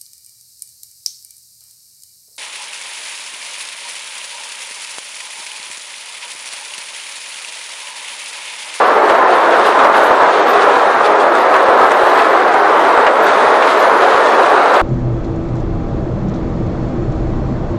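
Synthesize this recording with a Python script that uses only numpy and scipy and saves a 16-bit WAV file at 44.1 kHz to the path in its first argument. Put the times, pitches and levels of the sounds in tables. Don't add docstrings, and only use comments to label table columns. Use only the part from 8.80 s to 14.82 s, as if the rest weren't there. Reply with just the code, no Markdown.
import sys
import numpy as np
from scipy import signal
from scipy.fft import rfft, irfft, dct
from scipy.io import wavfile

SR = 44100
rng = np.random.default_rng(int(sys.argv[2]) if len(sys.argv) > 2 else 0)


def wav_out(sig):
    wavfile.write(sys.argv[1], SR, np.round(np.clip(np.atleast_2d(sig).T, -1, 1) * 32767).astype(np.int16))


def how_loud(loudness_db):
    steps = np.asarray(loudness_db, float) / 20
    return 10 ** steps


N = 265299


def unit(x):
    return x / np.sqrt(np.mean(x ** 2) + 1e-20)


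def coloured(x, points):
    m = 8192
    hz, db = np.transpose(points)
    gain = how_loud(np.interp(np.log(np.fft.rfftfreq(m, 1 / SR) + 1), np.log(hz), db))
    cepstrum = irfft(np.log(gain + 1e-6), m)
    cepstrum[1:m // 2] *= 2
    cepstrum[m // 2 + 1:] = 0
    response = irfft(np.exp(rfft(cepstrum)), m)
    return signal.fftconvolve(x, response)[:N]


def curves(rows):
    s, *columns = np.transpose(rows)
    return [np.interp(np.arange(N) / SR, s, column) for column in columns]


def surges(rows):
    t = np.arange(N) / SR
    return sum(db * np.exp(-abs(t - s) / np.where(t < s, rise_s, fade_s)) for s, db, rise_s, fade_s in rows)


def noise_bands(count, samples, centre_hz, log_widths):
    hz = np.fft.rfftfreq(samples, 1 / SR)
    bells = [np.exp(-(np.log((hz + 1) / c) / o) ** 2) for c, o in zip(centre_hz, log_widths)]
    noise = rng.standard_normal((count, samples))
    return [unit(band) for band in irfft(rfft(noise) * np.array(bells), samples)]


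def impacts(count, spread_db, t60):
    hop, spots = 8192, 10
    spells = N // hop + 2
    t = np.arange(hop) / SR
    draw = rng.random((count, 2))
    size = how_loud(-spread_db * np.log(1 - draw[:, 1]))
    when = (draw[:, 0] * spells * spots * hop).astype(int)
    blows = np.bincount(when, size, spells * spots * hop)
    rings = rng.standard_normal((spells, spots, hop)) * how_loud(-60 * t / t60)
    spectra = rfft(blows.reshape(rings.shape), 2 * hop) * rfft(rings, 2 * hop)
    sound = irfft(spectra.sum(1), 2 * hop)
    return (sound[1:, :hop] + sound[:-1, hop:]).ravel()[:N]


def hail_fall():
    # [dB, brighter splinters]
    fall = [(0, -28.5, -1.5), (.4, -33, 2), (.8, -28.5, 0), (1.3, -30.5, 3.5), (1.6, -29, -8.5),
            (2, -29, 1), (2.45, -33, 1), (2.6, -32.5, 3), (2.9, -32, 1.5), (3.3, -29.5, 3),
            (3.55, -31.5, 0), (4.1, -30, 3), (4.35, -32, -2), (4.6, -28.5, 0.5), (5.1, -29.5, 2),
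            (5.6, -29, 0), (5.8, -29, 0), (6.02, -31, 2)]
    # peak_s, over_fall_db [dB], fade_s
    flurries = [(.21, -4, 0.054), (0.251, 3, 0.025), (.3, 7.5, 0.037), (0.519, 5, 0.042), (0.865, 7, 0.021),
                (1.047, -0.5, 0.034), (1.09, -5.5, 0.036), (1.17, 5, 0.044), (1.541, 3.5, .05),
                (1.65, -3.5, 0.012), (1.68, 2, 0.033), (1.74, 3, 0.013), (1.825, 6, 0.014),
                (1.96, 1.5, 0.011), (2.26, 9.5, 0.012), (2.41, 6.5, 0.021), (2.58, 5, 0.046),
                (2.732, 1.5, 0.15), (3.03, 1.5, 0.042), (3.12, 0.5, .04), (3.278, 1.5, 0.057),
                (3.38, 3.5, 0.042), (4.2, 0.5, 0.086), (4.469, 5.5, .07), (4.88, 4, 0.068),
                (5.03, 3.5, 0.035), (5.23, 3, 0.015), (5.31, 3.5, 0.054), (5.46, 4, 0.028),
                (5.968, 6, 0.01)]
    gather_s = 0.016
    fall_db, hard_db = curves(fall)
    ice_db = fall_db + surges([(s, db, gather_s, fade_s) for s, db, fade_s in flurries])
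    return ice_db, ice_db - ice_db.mean(), hard_db


def fine_spray(swing_db, hard_db):
    # frequency_hz, level_db
    spray_colour = [(9000, -19.5), (10300, -5), (11200, 0), (12000, -1), (13000, -9.5), (14400, -12.5),
                    (15000, -62)]
    spray = unit(coloured(impacts(count=30000, spread_db=1.5, t60=0.024), spray_colour))
    return how_loud(-53 + 0.55 * swing_db + 0.84 * hard_db) * spray


def glass_bursts():
    # start_s, peak_db, centre_hz, t60_s
    glass_hits = [(.05, -39, 11500, 0.14), (.862, -31, 11400, 0.083), (1.165, -30, 10600, .06),
                  (1.232, -34, 11400, 0.15), (1.684, -30, 13200, .14), (2.6, -42, 11800, 0.091),
                  (3.29, -38, 13000, 0.085), (4.43, -32, 12400, 0.11), (4.99, -34, 12600, 0.1),
                  (5.539, -37, 12200, 0.054), (5.95, -46, 12700, 0.06)]
    out, t = np.zeros(N + SR), np.arange(SR // 6) / SR
    for s, db, centre_hz, t60 in glass_hits:
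        splash, = noise_bands(1, len(t), [centre_hz], [0.17])
        envelope = how_loud(db - 60 * t / t60) * (1 - np.exp(-t / 0.0062))
        out[round(s * SR):][:len(t)] += envelope * splash
    return out[:N]


def near_stones():
    # start_s, crack_peak_db, snap_over_crack_db, knock_over_crack_db
    big = [(0.0365, -27, -15, 12), (.2965, -12.5, -22, 1), (0.7307, -17, -13, 5.5), (0.8617, -19, -14, 0.5),
           (0.9895, -14, -17, 4.5), (1.044, -17.5, -10, 8), (1.1398, -25, -26, 16), (1.195, -22, -16, -18),
           (1.2326, -19, -8.5, 0), (1.6377, -17, -24, -5), (1.8242, -17.5, -13, -8.5),
           (2.5505, -11.5, -14, -8), (2.7397, -10.5, -34.5, 0), (2.7617, -13, -23, -4),
           (3.1056, -12, -31, -4), (3.1153, -18, 0, 6.5), (3.389, -13.5, -22, 6.5), (3.4188, -14, -41, -3),
           (3.7375, -17.5, -11, -4), (3.8053, -22, -28, -7), (4.2026, -29, -15, -5),
           (4.265, -34.5, -32, 29), (4.3548, -16.5, -16.5, 1), (4.4904, -20.5, -13, 11),
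           (4.625, -29.5, -6, 0), (4.8226, -12.5, -31, 5), (5.3996, -22.5, -32, 3.5),
           (5.5198, -17.5, -21, 7), (5.6615, -9.5, -18, -5), (5.9399, -11, -17, -6)]
    lesser = [(rng.random() * N / SR, -21.5 + 3.5 * rng.standard_normal(), -18, 0) for _ in range(30)]
    out, t = np.zeros(N + SR), np.arange(SR // 8) / SR
    for s, db, snap_db, knock_db in big + lesser:
        crack, snap, knock = noise_bands(3, len(t), [3490, 6700, 1225], [0.73, 0.31, 0.78])
        sharp = how_loud(-60 * t / 0.022) * (how_loud(-9.0) * crack + how_loud(snap_db + 1.0) * snap)
        dull = how_loud(knock_db - 1.5 - 60 * t / 0.097) * knock
        onset = 1 - np.exp(-t / 0.0019)
        out[round(s * SR):][:len(t)] += how_loud(db) * onset * (sharp + dull)
    return out[:N]


def ice_clatter(ice_db, swing_db, hard_db):
    # frequency_hz, level_db
    ice_colour = [(1180, -41.5), (2000, -10.5), (2370, -9), (3800, -9.5), (6500, -24.5), (8450, -49),
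                  (14300, -120)]
    # frequency_hz, level_db
    splinter_colour = [(3530, -10.5), (6000, -6.5), (8750, -1), (10500, -5.5), (13600, -20), (22000, -120)]
    shatter = impacts(count=30000, spread_db=1.5, t60=0.022)
    cracks = unit(coloured(shatter, ice_colour))
    fizz = unit(coloured(shatter, splinter_colour))
    ticks = unit(coloured(impacts(count=2500, spread_db=1.26, t60=0.015), ice_colour))
    fizz_db = -45 + 0.94 * swing_db + 0.22 * hard_db
    return how_loud(ice_db) * (cracks + how_loud(-10) * ticks) + how_loud(fizz_db) * fizz


def panel_roar(swing_db):
    # frequency_hz, level_db
    panel_colour = [(76, -56.5), (130, -33), (402, -3), (647, -1), (1180, -3), (1640, -9), (2600, -24.5),
                    (3380, -37), (5720, -120)]
    # peak_s, over_mean_db [dB]
    swells = [(.915, -2), (1.048, 3.5), (1.088, -1), (1.17, 1), (1.32, 2.5), (1.385, -3.5), (1.418, 2.6),
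              (1.53, -4), (1.559, 2), (1.69, 0), (2.22, -2), (2.611, -1.5), (2.76, 2.4), (3.03, 2.5),
              (3.099, -3.5), (4.19, 2.6), (4.338, -2), (4.388, 0), (5.945, 2)]
    rise_s, fade_s = 0.016, 0.035
    roar = unit(coloured(impacts(count=20000, spread_db=1.5, t60=0.13), panel_colour))
    roar_db = -9 + 0.12 * swing_db + surges([(s, db, rise_s, fade_s) for s, db in swells])
    return how_loud(roar_db) * roar


def scene():
    ice_db, swing_db, hard_db = hail_fall()
    shower = fine_spray(swing_db, hard_db) + ice_clatter(ice_db, swing_db, hard_db) + panel_roar(swing_db)
    return (shower + glass_bursts() + near_stones())[None]


def camera_rounding(x):
    fine_moments = [.38, 1.05, 1.85, 2.15, 2.6, 3.3, 3.63, 3.67, 3.82, 4.03, 4.24, 4.37, 4.55, 4.82, 5.85,
                    5.97]
    step_db, drift_db, fine_db, tilt_db = -24.5, 1.27, -15.5, 2.6
    follow, rounding, top_hz = 0.4, 0.41, 14570
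    hop, lead = 1024, 258
    fast = np.pad(signal.resample_poly(x, 160, 147), (hop + lead, 2 * hop))
    window = np.sin(np.pi * (np.arange(2 * hop) + 0.5) / (2 * hop))
    frames = np.lib.stride_tricks.sliding_window_view(fast, 2 * hop)[::hop] * window
    a, b, c, d = np.split(frames, 4, axis=1)
    lines = dct(np.hstack([-c[:, ::-1] - d, a - b[:, ::-1]]), 4, norm="ortho")
    treble_db = 10 * np.log10(np.mean(lines[:, 260:420] ** 2, 1) + 1e-9)
    frame_db = step_db + follow * (treble_db - np.median(treble_db))
    frame_db = frame_db + drift_db * rng.standard_normal(len(lines))
    frame_db[np.round((np.array(fine_moments) * 48000 + lead) / hop).astype(int)] += fine_db
    step = how_loud(frame_db[:, None] + tilt_db * (np.arange(hop) / 512 - 1.86))
    level = np.floor((abs(lines) / step) ** (3 / 4) + rounding)
    below_top = np.arange(hop) * 24000 / hop < top_hz
    lines = np.sign(lines) * level ** (4 / 3) * step * below_top
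    u, v = np.split(dct(lines, 4, norm="ortho"), 2, axis=1)
    frames = np.hstack([v, -v[:, ::-1], -u[:, ::-1], -u]) * window
    fast = (frames[1:, :hop] + frames[:-1, hop:]).ravel()[lead:]
    return signal.resample_poly(fast, 147, 160)[:N]


def roll_off(x):
    return signal.sosfilt(signal.butter(12, 15900, fs=SR, output="sos"), x)


def record(dry):
    mic = signal.sosfilt(signal.butter(2, 125, "high", fs=SR, output="sos"), dry[0])
    rounded = camera_rounding(np.clip(mic, -1, 1))
    return roll_off(np.clip(rounded, -1, 1)[None])


dry = scene()
out = record(dry)
wav_out(out)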